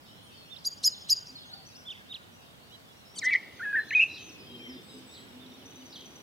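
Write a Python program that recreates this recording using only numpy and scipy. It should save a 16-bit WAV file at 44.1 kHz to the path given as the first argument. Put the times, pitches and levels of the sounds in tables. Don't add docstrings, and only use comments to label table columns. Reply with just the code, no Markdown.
import sys
import numpy as np
from scipy import signal
from scipy.fft import rfft, irfft, next_fast_len
from scipy.io import wavfile
from scipy.ndimage import uniform_filter1d

SR = 44100
rng = np.random.default_rng(int(sys.argv[2]) if len(sys.argv) > 2 else 0)


def waveform_to_disk(signal):
    frames = np.transpose(np.atleast_2d(signal))
    scaled = np.clip(frames, -1, 1) * 32767
    samples = np.round(scaled).astype(np.int16)
    wavfile.write(sys.argv[1], SR, samples)


def voltage_ratio(level):
    return 10 ** (np.asarray(level, float) / 20)


N = 274302
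CUT_S = 3.13

# t60 in seconds, level in dB.
TAILS = [
    (.8, -23),
    (.9, -22),
    (.45, -15),
]


def along(table, hz):
    at, value = np.transpose(table)
    return np.interp(np.log(hz), np.log(at), value)


def wander(rate_hz):
    step = int(SR / rate_hz)
    x = np.repeat(rng.standard_normal(N // step + 1), step)
    x = uniform_filter1d(uniform_filter1d(x, step), step)[:N]
    return x / x.std()


def band(x, hz, width_hz):
    edges = np.clip([hz - width_hz / 2, hz + width_hz / 2], 20, SR / 2.2)
    y = signal.sosfilt(signal.butter(4, edges, "band", fs=SR, output="sos"), x)
    return y / y.std()


def lowpass(x, order, hz):
    return signal.sosfilt(signal.butter(order, hz, fs=SR, output="sos"), x)


def trace(note, fade_s):
    s, pitch_hz, db = np.transpose(sorted(note))
    at = np.arange(int((s[0] - fade_s) * SR), min(int((s[-1] + fade_s) * SR), N))
    t = at / SR
    fade = np.clip(np.minimum(t - t[0], t[-1] - t) / fade_s, 0, 1)
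    size = np.sqrt(2) * np.interp(t, s, voltage_ratio(db)) * fade ** 2
    return at, size, uniform_filter1d(np.interp(t, s, pitch_hz), 60)


def voice(notes, fade_s, jitter, flutter_db):
    size, hz = np.zeros(N), np.zeros(N)
    for note in notes:
        at, size_here, hz_here = trace(note, fade_s)
        size[at], hz[at] = size_here, hz_here
    phase = 2 * np.pi * np.cumsum(hz * (1 + jitter * wander(300))) / SR
    return size * voltage_ratio(flutter_db * wander(200)), phase


def whistles(notes, bearings, fade_s, jitter, flutter_db):
    out = np.zeros((2, N))
    wobble, flutter = 1 + jitter * wander(300), voltage_ratio(flutter_db * wander(120))
    for note, (pan_db, lead_rad) in zip(notes, bearings):
        at, size, hz = trace(note, fade_s)
        phase = 2 * np.pi * np.cumsum(hz * wobble[at]) / SR
        for channel, way in enumerate((.5, -.5)):
            out[channel, at] += size * flutter[at] * voltage_ratio(way * pan_db) * np.sin(phase + way * lead_rad)
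    return out


def glides(rows, ends_db):
    notes = []
    for s, length_s, first_hz, last_hz, db in rows:
        middle = (s + length_s / 2, (first_hz + last_hz) / 2, db)
        notes.append([(s, first_hz, db + ends_db), middle, (s + length_s, last_hz, db + ends_db)])
    return notes


def repeats(contour, starts_s):
    return [[(start + s, hz, db) for s, hz, db in contour] for start in starts_s]


def scatter(t60_s, rise_s, likeness):
    t = np.arange(int(t60_s * SR)) / SR
    mid, side = rng.standard_normal((2, len(t)))
    shape = np.exp(-np.log(1000) * t / t60_s) * (1 - np.exp(-t / rise_s))
    c = np.clip(likeness, -1, 1)
    pair = shape * (np.sqrt(1 + c) * mid + np.sqrt(1 - c) * side * np.array([[1], [-1]]))
    return pair / np.sqrt(np.sum(pair ** 2) / 2)


def yard(x, echoes, tail):
    t60_s, tail_db = tail
    response = voltage_ratio(tail_db) * scatter(t60_s, rise_s=0.024, likeness=0.79)[0]
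    for delay_s, db in echoes:
        facade = scatter(delay_s * .35, rise_s=delay_s / 30, likeness=1)[0]
        start = int(delay_s * SR)
        response[start:start + len(facade)] += voltage_ratio(db) * facade
    response = lowpass(response, 2, 7000)
    returns = signal.fftconvolve(x, response[None], axes=1)[:, :N]
    return x + voltage_ratio(2.55 * wander(45)) * returns


def distance(x, direct_db, t60_s, likeness):
    response = scatter(t60_s, rise_s=0.0043, likeness=likeness)
    response[:, 0] += voltage_ratio(direct_db)
    return signal.fftconvolve(x, response, axes=1)[:, :N]


def town():
    # frequency in Hz, level in dB per Hz.
    colours = [
        [(15, -54), (25, -22.5), (99, -0.5), (205, -1.5), (261, -3.5), (342, -8), (436, -9), (619, -9),
         (1680, -17), (2880, -20.5), (12000, -28), (15800, -27.5)],
        [(15, -61), (25, -39), (80, -1.5), (179, -1), (254, 0), (413, -3.5), (556, -8.5), (1770, -17.5),
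         (3580, -16.5), (6300, -28), (15800, -29)],
    ]
    levels_db = [-57, -53.5]
    # frequency in Hz, correlation from -1 to 1.
    likenesses = [
        [(40, 0.14), (130, 0.48), (3100, -0.56), (6800, 0.33), (15000, -0.38)],
        [(40, 0.29), (300, 0.66), (1400, 0.06), (3100, -0.4), (6800, .2), (15000, -0.2)],
    ]
    # frequency in Hz, left minus right in dB.
    lean_db = [(300, -1.5), (3000, -1), (12000, 1.5)]
    # time in seconds, gain in dB.
    traffic = [
        (3.13, -2),
        (4.2, -1.5),
        (4.55, 0.5),
        (6.22, -1.5),
    ]
    size = next_fast_len(N)
    hz = np.maximum(np.arange(size // 2 + 1) * SR / size, 1)
    lean = along(lean_db, hz) / 2
    after = np.clip((np.arange(N) / SR - CUT_S) / 0.012, 0, 1)
    out = 0
    for colour, db, likeness, share in zip(colours, levels_db, likenesses, (1 - after, after)):
        c = np.clip(along(likeness, hz), -1, 1)
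        mid, side = rfft(rng.standard_normal((2, size))) * voltage_ratio(along(colour, hz))
        pair = mid + np.sqrt((1 - c) / (0.95 + c)) * side * np.array([[1], [-1]])
        noise = irfft(pair * voltage_ratio([lean, -lean]), size)[:, :N] / irfft(mid, size).std()
        out = out + share * voltage_ratio(db) * noise
    swell_db = np.interp(np.arange(N) / SR, *np.transpose(traffic), left=0) + 0.45 * wander(1.27)
    return out + lowpass(out, 2, 600) * (voltage_ratio(swell_db) - 1)


def drone():
    # start in seconds, length in seconds, first pitch in Hz, last pitch in Hz, level in dB.
    bursts = [(1.3, 0.044, 260, 265, -54.5), (4.5, 0.157, 234.1, 245, -53), (4.68, 0.086, 250, 261, -47.5),
              (4.97, 0.078, 259.7, 260, -52.5), (5.3, 0.293, 246.4, 258, -54), (5.74, 0.11, 258, 255, -54),
              (5.9, 0.17, 280, 250, -63.5), (5.17, 0.11, 240, 210, -61.5), (5.62, .06, 262, 264, -58),
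              (4.28, .05, 330, 321, -58.5), (4.52, 0.066, 390, 353, -56), (4.6, .2, 350, 340, -61.5),
              (4.55, .15, 460, 455, -59), (4.89, .1, 445, 420, -62), (4.7, 0.11, 365, 375, -59.5),
              (4.45, 0.087, 530, 450, -65), (0.838, 0.048, 520, 520, -59.5), (1.5, 0.078, 770, 770, -64),
              (1.5, .17, 780, 770, -66), (3.97, 0.073, 800, 790, -60.5)]
    bearings = [(0.0031, 0)] * len(bursts)
    tones = whistles(glides(bursts, ends_db=-2.0), bearings, fade_s=.03, jitter=0.033, flutter_db=2.5)
    return tones * voltage_ratio(2 * wander(25))


def chatter(count=900):
    # time in seconds, level in dB.
    course = [
        (0.0, -55.5),
        (0.95, -59.5),
        (2.87, -61.5),
        (4.17, -61.5),
        (5.2, -61),
        (6.22, -65),
    ]
    out = np.zeros(N + SR)
    for when, pitch, glide, length, size in rng.random((count, 5)):
        t = np.arange(int((0.01 + 0.044 * length) * SR)) / SR
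        hz = 2800 * 2.1 ** pitch ** 1.5 * (1 + 9 * (glide - .6) * t)
        start = int(when * N)
        chirp = np.hanning(len(t)) * np.sin(2 * np.pi * np.cumsum(hz) / SR)
        out[start:start + len(t)] += voltage_ratio(-9 * size) * chirp
    s, db = np.transpose(course)
    crowd = out[:N] / out[:N].std() * voltage_ratio(np.interp(np.arange(N) / SR, s, db) - 2)
    return distance(crowd[None], direct_db=-7, t60_s=0.58, likeness=-0.31)


def trill():
    # pitch in Hz, level in dB, offset from the beat in seconds.
    blips = [
        (6000, -56.5, 0),
        (5950, -66.5, 0.0496),
    ]
    beats_s = np.arange(5.662, 6.2, .1)
    notes = []
    for hz, db, lag_s in blips:
        for s in beats_s + lag_s:
            notes.append([(s - .004, 1.01 * hz, db), (s, hz, db), (s + 0.0061, .975 * hz, db - 2)])
    return whistles(notes, [(2, -1.7)] * len(notes), fade_s=.004, jitter=.004, flutter_db=1)


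def aside():
    # start in seconds, length in seconds, first pitch in Hz, last pitch in Hz, level in dB.
    falls = [
        (1.9, .12, 2580, 1556, -63),
        (4.5, .25, 3000, 1627, -65),
        (5.09, .21, 2700, 1260, -69),
        (4.3, .14, 2650, 2460, -62),
    ]
    # seconds after start, pitch in Hz, level in dB.
    arch = [
        (0, 1459, -69),
        (.03, 1618, -75),
        (0.061, 1520, -67),
        (.085, 1400, -67),
    ]
    arch_starts_s = [.805, 1.13, 1.455, 1.78, 2.13]
    # seconds after start, pitch in Hz, level in dB.
    swoop = [
        (0, 4450, -48),
        (.04, 3220, -72),
        (.12, 3380, -64),
        (.18, 4610, -53.5),
    ]
    swoop_starts_s = [.92, 1.36]
    notes = glides(falls, ends_db=-4) + repeats(arch, arch_starts_s) + repeats(swoop, swoop_starts_s)
    return whistles(notes, [(0, 2.82)] * len(notes), fade_s=.01, jitter=0.0071, flutter_db=4.5)


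def far_birds():
    # start in seconds, length in seconds, first pitch in Hz, last pitch in Hz, level in dB.
    rows = [(.23, 0.049, 9250, 8970, -72), (.37, 0.081, 4510, 4200, -65), (.553, 0.013, 5300, 5120, -67),
            (.583, .012, 5600, 3900, -64), (.775, .02, 5240, 5650, -60), (1.655, .02, 5430, 6210, -61),
            (1.675, 0.014, 6200, 5700, -59.5), (1.75, .022, 4700, 5760, -58.5),
            (1.775, 0.033, 5730, 5870, -66), (3.52, 0.12, 6190, 6150, -73.5), (3.78, .16, 5000, 6240, -77),
            (3.79, 0.052, 4072, 4080, -59), (3.875, 0.18, 6180, 6153, -66.5), (4.18, .1, 6158, 6120, -63.5),
            (4.285, .02, 6090, 5300, -59.5), (4.39, 0.089, 4942, 4935, -62.5),
            (4.46, 0.25, 3223, 3110, -60), (4.72, 0.13, 3560, 3500, -66), (4.82, 0.16, 8020, 8050, -69.5),
            (5.06, 0.16, 7860, 7885, -66.5), (5.45, 0.11, 5660, 5560, -72),
            (4.88, 0.073, 5120, 4980, -67.5)]
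    bearings = [(2, -1.58)] * len(rows)
    far = whistles(glides(rows, ends_db=-2.5), bearings, fade_s=0.0055, jitter=.003, flutter_db=3)
    far = far + trill() + aside()
    return voltage_ratio(3.0) * distance(far, direct_db=2.5, t60_s=0.66, likeness=0.82)


def hidden_birds():
    # start in seconds, length in seconds, first pitch in Hz, last pitch in Hz, level in dB.
    rows = [(3.85, 0.041, 3440, 4197, -60), (3.893, 0.026, 4250, 3460, -57),
            (4.085, .06, 3980, 3965, -56.5), (4.55, 0.11, 5125, 5740, -67.5),
            (4.68, 0.057, 5630, 4750, -62), (4.89, 0.037, 3940, 3600, -63), (5.08, .11, 3500, 4100, -66),
            (4.5, 0.055, 3820, 3890, -68), (4.62, .06, 3320, 3010, -63), (4.52, .18, 2800, 1950, -73.5)]
    # top in seconds, top pitch in Hz, level in dB.
    spikes = [
        (4.153, 5290, -53),
        (5.146, 5280, -58),
        (5.934, 5300, -53),
    ]
    # seconds from top, share of top pitch, level in dB.
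    spike = [
        (-.006, .74, 2),
        (0, 0.97, -7.5),
        (.01, .77, 1.5),
        (.036, .58, -3),
    ]
    notes = glides(rows, ends_db=-2.5)
    for top_s, hz, db in spikes:
        notes.append([(top_s + s, hz * share, db + more_db) for s, share, more_db in spike])
    hidden = whistles(notes, [(0, -.5)] * len(notes), fade_s=.005, jitter=.01, flutter_db=3.5)
    echoes = [(.019, 0.2), (.034, 0.35), (.057, 0.3)]
    hidden = hidden + sum(share * np.roll(hidden, int(lag_s * SR), axis=1) for lag_s, share in echoes)
    return voltage_ratio(1.5) * distance(hidden, direct_db=2.5, t60_s=.45, likeness=.9)


def hooks(rows, run_s, run_db, sag_db, fall_s, fall_hz):
    dip_s, dip_db_per_khz = .01, 16
    notes = []
    for s, run_hz, dip_hz, spike_hz, db in rows:
        notes.append([
            (s - run_s, .92 * run_hz, db - 19),
            (s - 0.764 * run_s, run_hz, db + run_db - 5.5),
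            (s - 0.485 * run_s, .99 * run_hz, db + run_db),
            (s - 1.9 * dip_s, .94 * run_hz, db + sag_db),
            (s - dip_s, dip_hz, db - dip_db_per_khz * (run_hz - dip_hz) / 1e3),
            (s, spike_hz, db),
            (s + 0.37 * fall_s, fall_hz + .55 * (spike_hz - fall_hz), db - 5.5),
            (s + fall_s, fall_hz, db - 18.0)])
    return notes


def buzz(count=9):
    # time in seconds, fundamental in Hz.
    fundamental = [
        (3.145, 1960),
        (3.165, 1527),
        (3.183, 1510),
        (3.198, 1010),
    ]
    # multiple, start in seconds, end in seconds, level in dB.
    overtones = [(2, 3.145, 3.178, -52), (3, 3.15, 3.175, -53.5), (3, 3.172, 3.194, -39.5),
                 (4, 3.157, 3.18, -50.5), (5, 3.15, 3.175, -50.5), (5, 3.188, 3.198, -39),
                 (6, 3.18, 3.196, -38)]
    share = np.linspace(0, 1, count)
    notes = []
    for multiple, start_s, end_s, db in overtones:
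        t = start_s + share * (end_s - start_s)
        hz = np.round(multiple) * np.interp(t, *np.transpose(fundamental))
        notes.append(list(zip(t, hz, db - 30 * (share - .65) ** 2)))
    return notes


def neighbours():
    # spike in seconds, run pitch in Hz, dip pitch in Hz, spike pitch in Hz, level in dB.
    loud_hooks = [
        (1.908, 3538, 3015, 3690, -37),
        (2.146, 3800, 2500, 4130, -36),
    ]
    faint_hooks = [
        (.568, 3640, 2520, 4120, -47),
        (5.465, 3650, 3020, 4100, -55.5),
    ]
    # left minus right in dB, left phase lead in rad.
    hook_bearings = [
        (-3, 0.84),
        (-3, 0.82),
        (-10, -1.5),
        (-9, -.5),
    ]
    # start in seconds, length in seconds, first pitch in Hz, last pitch in Hz, level in dB.
    rows = [(1.912, .026, 6850, 4480, -60.5), (2.705, 0.04, 2780, 3350, -55),
            (2.745, 0.016, 3260, 2920, -56), (2.722, 0.041, 3900, 4000, -57.5),
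            (2.89, 0.033, 3530, 3360, -63), (3.052, 0.11, 5200, 5750, -62), (3.205, .011, 4300, 5250, -53),
            (3.218, .006, 5130, 4200, -51), (3.225, 0.0083, 4150, 3860, -45),
            (3.24, 0.013, 6090, 6440, -44.5), (3.251, 0.014, 5780, 5750, -41.5),
            (3.925, 0.022, 2800, 3250, -42.5)]
    # left minus right in dB, left phase lead in rad.
    glide_bearings = [(0, -.2), (-4, -1.8), (-6, -2), (-11, -2), (-9, 2), (0.5, .8), (-1.5, -1), (1, -.5),
                      (0, 0), (-0.5, 1), (0, 1), (1, -0.94)]
    # start in seconds, length in seconds, first pitch in Hz, last pitch in Hz, level in dB.
    pips = [(5.5, .012, 3950, 4100, -60), (5.518, .012, 3750, 3600, -53), (5.545, .015, 3700, 3800, -55),
            (5.6, .01, 3500, 3300, -61), (5.618, .01, 3050, 2950, -57), (5.65, .008, 3800, 3600, -61),
            (5.678, .012, 3500, 3700, -58), (5.715, .012, 3050, 2950, -58), (5.722, .012, 3600, 3900, -61),
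            (5.745, .01, 3600, 3350, -59), (5.765, .012, 3700, 3900, -60), (5.8, .012, 3950, 3500, -59),
            (5.815, .012, 3050, 2950, -57), (5.19, .012, 3000, 3300, -59), (5.215, .012, 3400, 3050, -59),
            (5.968, .012, 4400, 4100, -57), (5.985, .014, 3000, 3300, -57), (6.005, .014, 3350, 3000, -57),
            (6.0, .012, 4100, 3800, -59), (6.045, .02, 3050, 3200, -61), (4.188, .012, 3800, 3600, -54),
            (4.195, .03, 3150, 3050, -55), (3.64, .11, 2570, 2500, -57), (1.27, .02, 5500, 5700, -56),
            (1.37, .06, 5150, 5050, -59), (1.43, .02, 3950, 3500, -59), (1.455, .05, 6400, 6400, -63),
            (1.54, .025, 3400, 3950, -59), (1.575, .11, 4500, 4400, -63), (1.72, .02, 3900, 3900, -60),
            (1.745, .015, 4250, 4400, -60), (3.24, .02, 3100, 3200, -50), (3.285, .012, 3600, 3100, -50),
            (3.333, .01, 3800, 4500, -46), (3.35, .012, 3300, 2900, -46), (3.243, .012, 9100, 9700, -58),
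            (3.252, .008, 5300, 5000, -47), (2.133, .008, 4700, 5300, -60), (2.155, .02, 6200, 4800, -65)]
    notes = hooks(loud_hooks, run_s=0.055, run_db=-5, sag_db=-2.0, fall_s=.025, fall_hz=2500)
    notes += hooks(faint_hooks, run_s=0.07, run_db=1, sag_db=-4, fall_s=0.0148, fall_hz=2800)
    notes += glides(rows, ends_db=-1.5)
    buzzes = buzz()
    notes += buzzes + glides(pips, ends_db=-3)
    bearings = hook_bearings + glide_bearings + [(1.5, 0.85)] * len(buzzes) + [(0, -.5)] * len(pips)
    return yard(whistles(notes, bearings, fade_s=.004, jitter=0.0017, flutter_db=1.5), [], TAILS[2])


def rasps():
    # centre in seconds, length in seconds, centre in Hz, width in Hz, level in dB.
    puffs = [(0.647, 0.009, 6500, 3000, -54), (0.838, 0.011, 5500, 5000, -39.5),
             (0.838, .012, 11000, 6000, -56), (1.094, 0.012, 5030, 4960, -42),
             (1.096, 0.014, 11000, 6000, -57), (3.171, 0.023, 8500, 3000, -55),
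             (3.19, 0.011, 6400, 5020, -40.5), (3.253, 0.015, 6470, 4000, -44.5),
             (3.27, 0.03, 3600, 1500, -49), (3.3, .025, 3500, 1500, -49), (3.337, 0.009, 4200, 2400, -40),
             (3.344, 0.014, 3600, 3000, -51), (3.67, 0.1, 10900, 1099, -68.5),
             (3.776, 0.056, 10800, 2000, -67), (4.02, 0.044, 9000, 1490, -63),
             (4.021, 0.038, 5508, 1206, -57), (4.155, 0.088, 5297, 1200, -57), (3.6, .04, 2150, 500, -54),
             (5.13, 0.038, 5190, 700, -62), (5.92, .05, 5200, 800, -60), (3.355, .012, 4500, 4000, -53),
             (.989, .001, 11000, 8000, -58)]
    out, air = np.zeros(N), rng.standard_normal(N) * voltage_ratio(1.2 * wander(400))
    for s, length_s, hz, width_hz, db in puffs:
        n = int(2.14 * length_s * SR)
        start = int(s * SR) - n // 2
        puff = band(air[start - 500:start + n], hz, width_hz)[500:]
        out[start:start + n] += voltage_ratio(db) * np.hanning(n) * puff
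    return out


def warbles():
    # time in seconds, pitch in Hz, level in dB.
    first_notes = [
        [(3.215, 2354, -46), (3.235, 1767, -32.5), (3.246, 1800, -32), (3.26, 2008, -28), (3.275, 2017, -23),
         (3.29, 2059, -25), (3.302, 1985, -24)],
        [(3.31, 2285, -31.5), (3.325, 2290, -27.5), (3.337, 2139, -22.5), (3.347, 1908, -20),
         (3.357, 2016, -18), (3.366, 2151, -39)],
        [(3.597, 1555, -42), (3.61, 1385, -37.5), (3.634, 1814, -34.5), (3.645, 1800, -33.5),
         (3.655, 1675, -32), (3.722, 1660, -36)],
        [(3.73, 1667, -30.5), (3.75, 1574, -26.5), (3.761, 1876, -24), (3.785, 1728, -27), (3.797, 1701, -23),
         (3.805, 1804, -33.5)],
        [(3.908, 2624, -30), (3.912, 1892, -34), (3.918, 1687, -33.5), (3.937, 2236, -31), (3.944, 2280, -31)],
        [(3.951, 2524, -18.5), (3.99, 2447, -21), (3.997, 2550, -28.5), (4.025, 2602, -23.5),
         (4.036, 2656, -16.5), (4.045, 2504, -40)],
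    ]
    second_notes = [
        [(3.232, 2030, -46.5), (3.248, 2100, -37), (3.26, 1750, -47), (3.285, 1778, -41), (3.3, 1864, -35.5),
         (3.33, 2036, -34), (3.342, 1882, -28.5), (3.362, 2309, -30)],
        [(3.757, 1577, -41.5), (3.776, 1560, -39), (3.795, 1530, -47)],
        [(3.994, 2413, -18.5), (4.01, 2800, -23.5), (4.02, 2801, -22), (4.04, 2770, -25)],
    ]
    multiples = [1, 1.5, 2]
    partials_db = [0, -36, -42]
    size, phase = voice(first_notes, fade_s=.003, jitter=0.0021, flutter_db=1.0)
    second, second_phase = voice(second_notes, fade_s=0.0024, jitter=0.0039, flutter_db=3)
    flute = 0
    for k, db in zip(multiples, partials_db):
        flute = flute + voltage_ratio(db + (k > 1) * 3.1 * wander(90)) * np.sin(k * phase)
    breath = voltage_ratio(-34) * band(rng.standard_normal(N), 630, 700) * np.sin(phase)
    pair = np.sin(second_phase) + voltage_ratio(-5.5) * np.sin(2 * phase - second_phase)
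    return size * (flute + breath) + second * pair


def chink_notes(count=24):
    # start in seconds, length in seconds, first level in dB, last level in dB.
    uppers = [
        (.647, 0.042, -36.5, -38.5),
        (.8385, 0.041, -27, -28.5),
        (1.0937, 0.039, -28, -32),
    ]
    # length in seconds, entry in Hz, rest in Hz, first level in dB, last level in dB.
    lowers = [
        (.024, 4850, 4760, -37, -26.5),
        (.035, 5600, 4900, -23.5, -21.5),
        (.032, 5550, 4720, -22, -21),
    ]
    rise_from_hz, rise_to_hz, rise_s, creep_hz_per_s = 3900, 6570, .0075, 6000
    join_s, sag_s = .006, .011
    lows, highs, share = [], [], np.linspace(0, 1, count)
    for (s, length_s, first_db, last_db), lower in zip(uppers, lowers):
        t = share * length_s
        risen = 1 - np.exp(-(t / rise_s) ** 1.8)
        hz = rise_from_hz + (rise_to_hz - rise_from_hz) * risen + creep_hz_per_s * t
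        db = first_db + (last_db - first_db) * share - 10 * np.exp(-t / 0.0011)
        highs.append(list(zip(s + t, hz, db)))
        length_s, entry_hz, rest_hz, first_db, last_db = lower
        t = share * length_s
        hz = rest_hz + (entry_hz - rest_hz) * np.exp(-t / sag_s)
        lows.append(list(zip(s + join_s + t, hz, first_db + (last_db - first_db) * share)))
    return lows, highs


def chinks():
    mixing = [
        (2, 0),
        (1, 1),
        (0, 2),
        (3, 0),
        (-1, 2),
    ]
    mixing_db = [-22, -11, -27, -34, -25]
    lows, highs = chink_notes()
    low, low_phase = voice(lows, fade_s=.003, jitter=.003, flutter_db=1.8)
    high, high_phase = voice(highs, fade_s=.003, jitter=0.0048, flutter_db=0.0)
    mixed = 0
    for (a, b), db in zip(mixing, mixing_db):
        mixed = mixed + voltage_ratio(db + 3.6 * wander(148.7)) * np.sin(a * low_phase + b * high_phase)
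    mixed = lowpass(mixed, 6, 15000)
    upper = np.sin(high_phase) + voltage_ratio(-26) * np.sin(2 * high_phase)
    return low * np.sin(low_phase) + high * upper + np.sqrt(low * high) * mixed


def near_birds():
    # delay in seconds, level in dB.
    echoes = [
        [(.007, -12), (.014, -17), (.036, -20), (.058, -19), (.1, -25), (.16, -28)],
        [(.011, -16), (.022, -20), (.045, -21.5), (.085, -32.5)],
    ]
    before = np.arange(N) < CUT_S * SR
    near = (chinks() + warbles() + rasps())[None]
    return yard(near * before, echoes[0], TAILS[0]) + yard(near * ~before, echoes[1], TAILS[1])


def scene():
    background = town() + drone() + chatter()
    return background + far_birds() + hidden_birds() + neighbours() + near_birds()


def roll_off(x):
    return signal.sosfilt(signal.butter(12, 15910, fs=SR, output="sos"), x)


def record(dry):
    ceiling = 0.29
    reach = np.abs(signal.hilbert(dry.mean(0), next_fast_len(N))[:N]) / ceiling
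    limited = dry / (1 + reach ** 4) ** 0.29
    edge = signal.ellip(8, .1, 60, 15780, fs=SR, output="sos")
    return roll_off(signal.sosfilt(edge, limited))


dry = scene()
out = record(dry)
waveform_to_disk(out)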